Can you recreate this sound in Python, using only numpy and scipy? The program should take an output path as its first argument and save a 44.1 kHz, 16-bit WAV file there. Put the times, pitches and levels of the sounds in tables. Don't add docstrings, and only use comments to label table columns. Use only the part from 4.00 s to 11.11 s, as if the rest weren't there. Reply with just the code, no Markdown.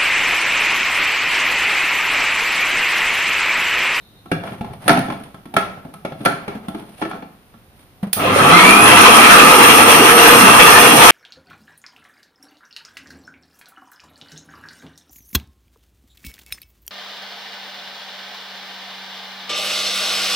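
import sys
import numpy as np
from scipy import signal
from scipy.fft import rfft, irfft, next_fast_len
from scipy.io import wavfile
from scipy.ndimage import uniform_filter1d, map_coordinates

SR = 44100
rng = np.random.default_rng(int(sys.argv[2]) if len(sys.argv) > 2 else 0)


def digitize_waveform(pressure):
    field = np.atleast_2d(pressure).T
    bounded = np.clip(field, -1, 1)
    quanta = np.round(bounded * 32767).astype(np.int16)
    wavfile.write(sys.argv[1], SR, quanta)


N = 313478
TIME = np.arange(N) / SR
START_S, FREE_TURNS_PER_S = 4.1545, 238.8
MAINS_HZ = 50

# (f/Hz, level/dB)
ROOM_NOISE = [(15, -44), (25, 4), (101, 7.5), (319, -0.5), (532, -4.5), (733, -6), (2960, -14),
              (3470, -14.5), (3760, -15), (5630, -21), (7980, -25), (9620, -25), (15200, -20)]
RUB_NOISE = [(50, -23), (110, -7), (200, -8), (350, -11), (700, -8), (1400, -15.5), (3000, -26),
             (7000, -43), (15000, -48)]
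THUD_NOISE = [(50, -42), (110, -2.5), (190, 9), (320, -3.5), (450, -11.5), (1200, -46)]
CLACK_NOISE = [(300, -11.5), (800, 9.5), (1400, 14), (2300, 10), (3300, -2), (4500, -1.5), (7000, -10),
               (15000, -55)]
TICK_NOISE = [(1000, 7.5), (3500, 8), (7000, -7), (10000, 3), (12500, -8), (16000, -7.5)]
SNAP_NOISE = [(1000, -14), (3000, -4.5), (7000, -11.5), (10000, -5), (13000, -8), (16000, 6)]
LUMP_NOISE = [(30, -24), (60, -22), (90, -10), (140, 5.5), (220, -0.5), (500, -60)]
CHURN_NOISE = [(25, -26), (45, -40), (75, -32), (130, -8), (200, -1), (270, 5), (420, 3.5), (600, -0.5),
               (850, 4), (1300, -31.5)]
CHOP_NOISE = [(300, -15.5), (700, -11), (1100, 1), (1500, 2), (1900, 2.5), (2250, -1), (2750, 0),
              (3000, -15.5), (3400, -9), (4300, -8), (6000, -59)]
AIR_NOISE = [(2000, -42), (4000, 7.5), (6000, 11.5), (7600, 6.5), (9500, 7), (12000, 0.5), (14500, 2),
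             (16000, -33)]

# (f/Hz, width/Hz, level/dB)
SQUEAL_MODES = [(3700, 90, 4), (4120, 250, -5)]
JAR_MODES = [(279, 35, -5.5), (329, 33, -9), (405.3, 16, -12), (530, 59, -1.5), (669, 16.5, -7),
             (742, 45, -5), (840, 60, 0.5), (1077, 58, -7), (1330, 26, -9.5), (1385, 40, -11),
             (1684, 60, -6), (1870, 75, -14), (2286, 62, -6.5), (2800, 33, -14.5), (3382, 44, -8),
             (4230, 19, -21.5)]
BASE_MODE = (188, 46, -6)
JAR_AIR_MODES = [(390.7, 7.3, -7), (673, 4.3, -7.5), (1336, 9.3, -1)]
HOLLOW_MODES = [(1151, 27, -4), (1215.6, 24.5, 0.5), (1291, 75, -2), (1357, 124, -8)]
HOUSING_MODES = [(314, 17, -10), (455, 80, -7), (715, 15.5, -1), (826, 47, -5), (930, 99, -2),
                 (1065, 33, -2), (1497, 48, -9.5), (2304, 54, -6.5), (2513, 68, -4), (2782, 150, -7),
                 (3185, 116, -7.5), (3422, 88, -9.5), (5660, 27, -19)]

# (f/Hz, width/Hz, boost/dB)
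CASING_BOOSTS = [(167, 38, 12), (2280, 440, 15.5), (4170, 400, 16), (5730, 130, 5), (6850, 400, 7),
                 (10100, 1500, 9.5), (14150, 800, 8.5)]
# (f/Hz,
# width/Hz, change/dB)
SIDE_COLOURS = [
    [(1230, 340, 0.5), (2720, 790, 1), (7600, 980, -31), (12200, 650, 0)],
    [(742, 16, 7), (8757, 303, 9), (9333, 487, 14.5), (10120, 390, 6), (10800, 200, 0), (10800, 970, 7.5),
     (12030, 600, 13)],
]
# (f/Hz, likeness from 0 to 1)
STEREO_LIKENESS = [(40, 0.26), (120, 0.98), (240, 1), (470, 0.89), (940, 0.21), (2000, 0.15), (4000, 0.13),
                   (12000, 0.11)]
# (f/Hz, t60/s)
ECHO_TIMES = [(120, 0.83), (300, 0.44), (1000, 0.48), (4000, 0.45), (12000, 0.35)]
# (t/s, rub level/dB, scrape level/dB)
JAR_SLIDES = [(0.47, -35.5, -52), (0.701, -49, -77), (0.9, -31, -38), (0.98, -37, -56), (1.12, -38.5, -59),
              (1.7, -35.5, -65), (2.22, -40, -49), (2.5, -33, -66), (2.8, -42.5, -50.5), (2.98, -51, -48),
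              (3.15, -42, -76), (3.8, -66, -61)]
# (t/s, level/dB, hardness/dB, thud f/Hz, extra thud/dB, extra low push/dB, f/Hz that this spot favours)
JAR_KNOCKS = [(0.257, -44, 2, 260, -1, -1, 1100), (0.315, -20.5, -0.5, 266, 6.5, 6, 1960),
              (0.435, -32, -4, 208, -6, -5, 900), (0.473, -34.5, -8, 268, -6, -6, 1490),
              (0.519, -38, -5, 200, -2, 2.5, 400), (0.609, -31, -11, 197, 4, 2, 753),
              (0.644, -35.5, -8, 274, -7, -5, 945), (0.706, -46, -10, 105, 6, -3, 400),
              (0.734, -41.5, 8.5, 204, -5, -11, 804), (0.86, -37, -6.5, 248, -2, 6, 750),
              (0.879, -14, 11.5, 298, -3, -11, 1456), (0.893, -10.5, -1.5, 290, 0, -7.5, 1690),
              (0.903, -15, -1, 254, 3.5, 5.5, 760), (0.912, -21.5, -3, 300, -7.5, -3, 1400),
              (0.96, -32, 0.5, 255, -7, -6, 1400), (0.972, -20, 1, 255, 1, 4, 740),
              (0.989, -26.5, 9, 300, -9, -2, 846), (1.083, -31, -12, 330, -2, -4, 800),
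              (1.1, -27, -8, 300, -4, -6, 1080), (1.122, -32, 3, 297, -4, -6, 1090),
              (1.236, -56.5, 27, 200, -2, 1, 3015), (1.343, -41.5, 4, 200, 1, -2, 1330),
              (1.455, -38.5, 1, 293, -2, 1.5, 280), (1.539, -29.5, 5, 220, 4, 2, 800),
              (1.565, -13, 3, 200, 3, -2.5, 1340), (1.849, -40.5, -9, 211, -10, 1, 617),
              (1.938, -40.5, 10.5, 203, 10, 7, 1290), (2.049, -26, -0.5, 306, 2.5, -3, 530),
              (2.12, -35, -12, 200, -6, -5, 670), (2.206, -40, -15, 300, 0, 2, 400),
              (2.25, -27.5, 19, 203, 5, -2, 1600), (2.257, -12, 1, 293, -0.5, -0.5, 1460),
              (2.479, -27, -1, 202, 0.5, -2, 390), (2.55, -42, -15, 200, -3, 3, 400),
              (2.683, -31.5, 8, 205, 2.5, 11, 895), (2.746, -33, -1, 305, 7, -4, 378),
              (2.823, -46, -5, 322, -4, -1, 400), (3.015, -27.5, 0, 327, 5, -6, 1030),
              (3.022, -24.5, -5, 327, 4, -2, 1250), (3.05, -30.5, -11, 329, -8, -11, 1310),
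              (3.111, -30.5, -3, 270, -7, -9, 1180), (3.132, -36.5, -13, 274, -7, -6.5, 1290),
              (3.223, -38, -13, 220, -13, -6, 920), (3.539, -52, 0, 220, -9, -2.5, 1300),
              (3.829, -60.5, 15, 220, -1, -4, 1300)]
# (t/s, level/dB)
LID_PATS = [(4.028, 0.5), (4.067, -8)]
# (multiple of the mains frequency, level/dB)
GROWL_TONES = [(2, -3), (4, -3), (6, -8)]
# (multiple of the turning speed, level/dB, roughness 0 to 1, power of speed it grows by)
MOTOR_TONES = [(1, -24.5, .1, 1.6), (2, -22, .5, 4), (4, -31, .5, 3), (5, -28, .4, 2), (6, -30, .7, 2),
               (12, -23.5, .6, 1), (24, -31, .7, 1.8), (36, -28, .85, 4), (38, -29.5, .95, 8),
               (48, -29.5, .9, 2.6), (60, -35, .92, 2)]
# (t/s, level/dB)
LUMP_LEVELS = [(4.17, -36), (4.42, -25), (4.7, -29), (5.1, -25.5), (5.8, -43), (6.3, -35), (6.6, -26),
               (7.1, -25)]
HOLLOW_LEVELS = [(4.2, -27.5), (4.3, -22.5), (4.47, -11), (4.9, -11.5), (5.1, -9.5), (5.22, -14),
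                 (5.32, -9.5), (5.6, -12), (5.83, -14.5), (6.1, -13.5), (6.4, -13), (6.66, -11), (6.8, -13),
                 (6.95, -23), (7.06, -11)]
# (t/s, f/Hz, level/dB)
BIG_CHUNKS = [(4.201, 170, -17), (4.25, 526, -11), (4.3, 426, -15), (4.359, 518, -1), (4.49, 530, -4.5),
              (4.561, 330, -6), (5.169, 242, -13), (5.37, 450, -5), (5.471, 222, -11.5), (6.1, 403, -11),
              (6.22, 470, -4), (6.43, 203, -3), (6.6, 232, -14)]
# (t/s, turns a second lost, half length/s)
FRUIT_DRAGS = [(5.49, 3.5, .06), (5.83, 7, .07), (6.04, 5, .1), (6.49, 13, .1), (6.9, 9, .055)]
# (t/s, change/dB)
FEED_SURGES = [(4.8, -5), (5.0, 2), (5.33, 4.5), (5.62, 2.5), (5.86, -7.5), (5.92, 1.5), (6.0, -4),
               (6.06, 2), (6.15, -4.5), (6.31, 0), (6.54, 0), (6.69, 2.5), (6.77, -2), (6.96, -4.5),
               (7.06, 3.5)]


def amp(db):
    return 10 ** (np.asarray(db) / 20)


def unit(x):
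    return x / np.sqrt(np.mean(np.abs(x) ** 2) + 1e-20)


def along(points, hz):
    f, values = np.transpose(points)
    return np.interp(np.log(hz + 1), np.log(f + 1), values)


def level_curve(points):
    return np.interp(TIME, *np.transpose(points))


def wobble(rate):
    return map_coordinates(rng.standard_normal(int(N * rate / SR) + 4), [TIME * rate])


def bump(s, half_length):
    return np.exp(-((TIME - s) / half_length) ** 2)


def add(track, s, x):
    part = track[:, round(s * SR):][:, :x.shape[-1]]
    part += x[..., :part.shape[-1]]


def filtered(x, response):
    n = x.shape[-1]
    padded = next_fast_len(n + SR // 8)
    return irfft(rfft(x, padded) * response(np.fft.rfftfreq(padded, 1 / SR)), padded)[..., :n]


def colour(points):
    return lambda hz: amp(along(points, hz))


def body(modes):
    return lambda f: sum((-1) ** k * amp(db) * 1j * f * width / (hz * hz - f * f + 1j * f * width)
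                         for k, (hz, width, db) in enumerate(modes))


def change_db(rows, hz):
    return sum(db * np.exp(-2 * ((hz - centre) / width) ** 2) for centre, width, db in rows)


def noise(response, size=N):
    def shares(hz):
        spread = np.arccos(np.clip(along(STEREO_LIKENESS, hz), 0, 1)) / 2
        return response(hz) * np.array([np.cos(spread), np.sin(spread)])
    mid, side = filtered(rng.standard_normal((2, size)), shares)
    return unit(np.array([mid + side, mid - side]))


def burst(points, t60, attack):
    t = np.arange(SR // 4) / SR
    puff = noise(colour(points), size=len(t)) * amp(-60 * t / t60) * (1 - np.exp(-t / attack))
    return unit(puff) * np.sqrt(t60)


def ringing(modes, attack, scatter_db=2, blur=2, size=SR // 4):
    t = np.arange(size) / SR
    hz, width, db = np.transpose(modes)[:, :, None]
    hz = hz * np.exp(rng.normal(0, .006 * blur, hz.shape))
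    phase = rng.uniform(0, 2 * np.pi, hz.shape)
    phase = phase + rng.normal(0, 1, (2,) + hz.shape) * np.minimum(hz / 1200, 2)
    rattle = np.cumsum(rng.standard_normal((len(hz), size)), 1) * hz / SR * blur
    fade = amp(db + rng.normal(0, scatter_db, hz.shape)) * np.exp(-np.pi * width * t)
    notes = fade * np.sin(2 * np.pi * hz * t + phase + rattle)
    ring = signal.sosfilt(signal.butter(4, 5000, fs=SR, output="sos"), notes.sum(1))
    return unit(ring * (1 - np.exp(-t / attack))) / 10


def kitchen_echo(x, build_up_s=0.0027):
    hz, t, bands = signal.stft(noise(np.ones_like, size=3 * SR // 4), SR, nperseg=256)
    fade = amp(-60 * t / along(ECHO_TIMES, hz)[:, None])
    tail = signal.istft(bands * fade * (1 - np.exp(-t / build_up_s)), SR, nperseg=256)[1]
    return signal.fftconvolve(x, tail / np.linalg.norm(tail[0]), axes=1)[:, :x.shape[-1]]


def squeal(db=-61):
    return amp(db + 2.6 * wobble(28)) * bump(0.12, half_length=0.28) * noise(body(SQUEAL_MODES))


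def jar_rubbing(rise_s=0.037, fall_s=0.098, stick_db=3.5, grain_db=3):
    s, rub_db, scrape_db = np.transpose(JAR_SLIDES)[:, :, None]
    push = np.exp(np.minimum((TIME - s) / rise_s, (s - TIME) / fall_s))
    rub = (amp(rub_db) * push).sum(0) * noise(colour(RUB_NOISE))
    scrape = (amp(scrape_db) * push).sum(0) * amp(grain_db * wobble(280)) * noise(colour(TICK_NOISE))
    return amp(stick_db * wobble(42.2)) * (rub + scrape)


def struck_at(modes, spot_hz, boost_db=9.5, octaves=0.41):
    return [(hz, width, db + boost_db * np.exp(-(np.log2(hz / spot_hz) / octaves) ** 2))
            for hz, width, db in modes]


def jar_knocks(firm_db=-19.5, echo_db=-4.5):
    out = np.zeros((2, N))
    for s, db, hard_db, thud_hz, thud_db, push_db, spot_hz in JAR_KNOCKS:
        force_db = db - firm_db
        weight = amp(0.71 * force_db - 0.48 * hard_db)
        thud = weight * amp(-19 + thud_db) * ringing([(thud_hz, 25, 0), BASE_MODE], attack=0.002)
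        push = weight * amp(-25.5 + push_db) * burst(THUD_NOISE, t60=0.088, attack=0.0022)
        clack = amp(-24.5 + 1.36 * force_db) * burst(CLACK_NOISE, t60=0.047, attack=0.0014)
        ring = amp(-9.5 + force_db) * ringing(struck_at(JAR_MODES, spot_hz), attack=0.0021)
        tick = amp(-31 + force_db + hard_db) * burst(TICK_NOISE, t60=0.021, attack=0.0063)
        hit = np.pad(thud + push + clack + ring + tick, ((0, 0), (0, SR // 2)))
        add(out, s, hit + amp(echo_db) * kitchen_echo(hit))
        add(out, s, amp(-24 + force_db) * ringing(JAR_AIR_MODES, attack=0.008, blur=1, size=SR // 2))
    return out


def lid_thump(hz=194, t60=0.081, boom_db=-6, slap_db=-33, tick_db=-44, echo_db=-18):
    out, t = np.zeros((2, N)), np.arange(SR // 4) / SR
    boom = np.sin(2 * np.pi * hz * t) * amp(-60 * t / t60) * (1 - np.exp(-t / 0.003)) ** 2
    for s, db in LID_PATS:
        slap = amp(slap_db) * burst(RUB_NOISE, t60=0.14, attack=0.0042)
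        tick = amp(tick_db) * burst(TICK_NOISE, t60=0.055, attack=0.0024)
        add(out, s, amp(db) * (amp(boom_db) * boom + slap + tick))
    return out + amp(echo_db) * kitchen_echo(out)


def switch_snap(s=4.130, snap_db=-2, echo_db=-3):
    out = np.zeros((2, N))
    add(out, s, amp(snap_db) * burst(SNAP_NOISE, t60=0.017, attack=0.005))
    return out + amp(echo_db) * kitchen_echo(out)


def coil_hum(running, hum_db=-35, growl_db=-30, growl_fade_s=0.44):
    phase = 2 * np.pi * MAINS_HZ * TIME + .25 * wobble(9)
    hum = amp(hum_db + 5.1 * wobble(4.5)) * np.sin(2 * phase)
    growl = sum(amp(db) * np.sin(multiple * phase) for multiple, db in GROWL_TONES)
    fade = np.exp(-np.maximum(TIME - START_S, 0) / growl_fade_s)
    return running * (hum + amp(growl_db) * growl * fade)


def tumbling_lumps(running, uneven_db=5):
    thumps = unit(amp(uneven_db * wobble(22)) * noise(colour(LUMP_NOISE)))
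    return running * amp(level_curve(LUMP_LEVELS)) * thumps


def hollow_note(running, flutter_db=1.5):
    level_db = level_curve(HOLLOW_LEVELS) + flutter_db * wobble(30)
    return running * amp(level_db) * noise(body(HOLLOW_MODES))


def fruit_hits(speed, bits_per_s=85, bit_hz=900, bit_db=-19, t60=0.081):
    out, t = np.zeros((2, N)), np.arange(SR // 5) / SR
    hits = [(s, hz, amp(db)) for s, hz, db in BIG_CHUNKS]
    count = round(bits_per_s * (N / SR - START_S))
    times, chances = rng.uniform(START_S, N / SR, count), rng.standard_normal((count, 2))
    for s, (pitch, strength) in zip(times, chances):
        pace = speed[int(s * SR)] / FREE_TURNS_PER_S
        hits.append((s, bit_hz * 2 ** (0.95 * pitch), amp(bit_db + 3.8 * strength) * pace))
    fade = amp(-60 * t / t60) * (1 - np.exp(-t / 0.0017))
    for s, hz, gain in hits:
        notes_hz = hz * np.exp(rng.normal(0, .08, (3, 1)))
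        phase = rng.uniform(0, 2 * np.pi, (3, 1)) + rng.normal(0, 1, (2, 3, 1)) * hz / 800
        add(out, s, gain * np.sin(2 * np.pi * notes_hz * t + phase).sum(1) / 2 * fade)
    return out


def motor_speed(spin_up_s=0.31):
    age = np.maximum(TIME - START_S, 0)
    drag = sum(lost * bump(s, half_length) for s, lost, half_length in FRUIT_DRAGS)
    return FREE_TURNS_PER_S * (1 - np.exp(-age / spin_up_s)) - (age > 0) * drag


def motor_whine(speed, running, jolt=0.00347):
    angle = 2 * np.pi * np.cumsum(speed * (1 + jolt * wobble(30))) / SR
    pace = speed / speed.max()
    angle = angle + .011 * pace ** 8 * np.sin(angle)
    pulsing = 1 + .25 * np.cos(4 * np.pi * MAINS_HZ * TIME)
    tones = np.zeros((2, N))
    for multiple, db, rough, growth in MOTOR_TONES:
        smear_hz = 40 * multiple ** .55
        flutter = np.array([wobble(smear_hz) + 1j * wobble(smear_hz) for side in range(2)])
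        gain = amp(db + change_db(CASING_BOOSTS, multiple * speed) + 1.6 * wobble(18)) * pace ** growth
        texture = np.sqrt(2 * (1 - rough)) + np.sqrt(rough) * flutter
        tones += gain * np.real(texture * np.exp(1j * multiple * angle))
    return running * pulsing * tones


def shifting_pulp(x, depth_db=2):
    bands = signal.stft(x, nperseg=1024)[2]
    patches = uniform_filter1d(rng.standard_normal(bands.shape[1:]), size=4, axis=0)
    patches = uniform_filter1d(patches, size=5, axis=1)
    gain = unit(amp(depth_db * unit(patches)))
    return signal.istft(bands * gain, nperseg=1024)[1][:, :N]


def blade_roar(speed, running, churn_db=-15.5, chop_db=-9.5, air_db=-21, brush_db=-40, slosh_db=1.04):
    pace = np.maximum(speed / FREE_TURNS_PER_S, 0)
    feed_db = sum(db * bump(s, half_length=0.024) for s, db in FEED_SURGES) + 0.5 * wobble(14)
    angle = 2 * np.pi * np.cumsum(speed) / SR
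    grit = amp(2 * wobble(400) + 2.46 * wobble(40))
    strikes = unit((1 + 0.064 * np.cos(angle)) * grit)
    churn = amp(churn_db + 1.5 * wobble(23)) * pace ** 0.44 * noise(colour(CHURN_NOISE))
    chop = amp(slosh_db * wobble(14)) * strikes * noise(colour(CHOP_NOISE))
    ring = amp(slosh_db * wobble(14)) * unit(filtered(strikes * noise(np.ones_like), body(HOUSING_MODES)))
    cutting = amp(chop_db + feed_db) * pace ** 1.07
    juice_db = 1.2 * (TIME - START_S)
    draught = amp(air_db + juice_db + feed_db) * pace ** 1.75
    hiss_gain = np.hypot(draught, amp(brush_db))
    hiss = hiss_gain * amp(1.36 * wobble(30)) * noise(colour(AIR_NOISE))
    return running * shifting_pulp(churn + cutting * (chop + ring) + hiss)


def scene(room_db=-51, echo_db=-6):
    speed = motor_speed()
    running = np.clip((TIME - 4.160) / 0.012, 0, 1)
    room = amp(room_db) * noise(colour(ROOM_NOISE))
    blender = motor_whine(speed, running) + blade_roar(speed, running)
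    blender += fruit_hits(speed) + hollow_note(running)
    echo = amp(echo_db) * kitchen_echo(blender)
    opening = jar_knocks() + jar_rubbing() + squeal() + lid_thump() + switch_snap()
    rumble = tumbling_lumps(running) + coil_hum(running)
    return room + opening + rumble + blender + echo


def record(dry, clip_sharpness=9, top_hz=15650):
    lag_s = np.array([[-2], [2]]) / SR
    def sides(hz):
        return amp([change_db(side, hz) for side in SIDE_COLOURS]) * np.exp(-2j * np.pi * hz * lag_s)
    heard = filtered(dry, sides)
    clipped = heard / (1 + np.abs(heard) ** clip_sharpness) ** (1 / clip_sharpness)
    return filtered(clipped, lambda hz: np.clip((top_hz - hz) / 400, 0, 1))


dry = scene()
out = record(dry)
digitize_waveform(out)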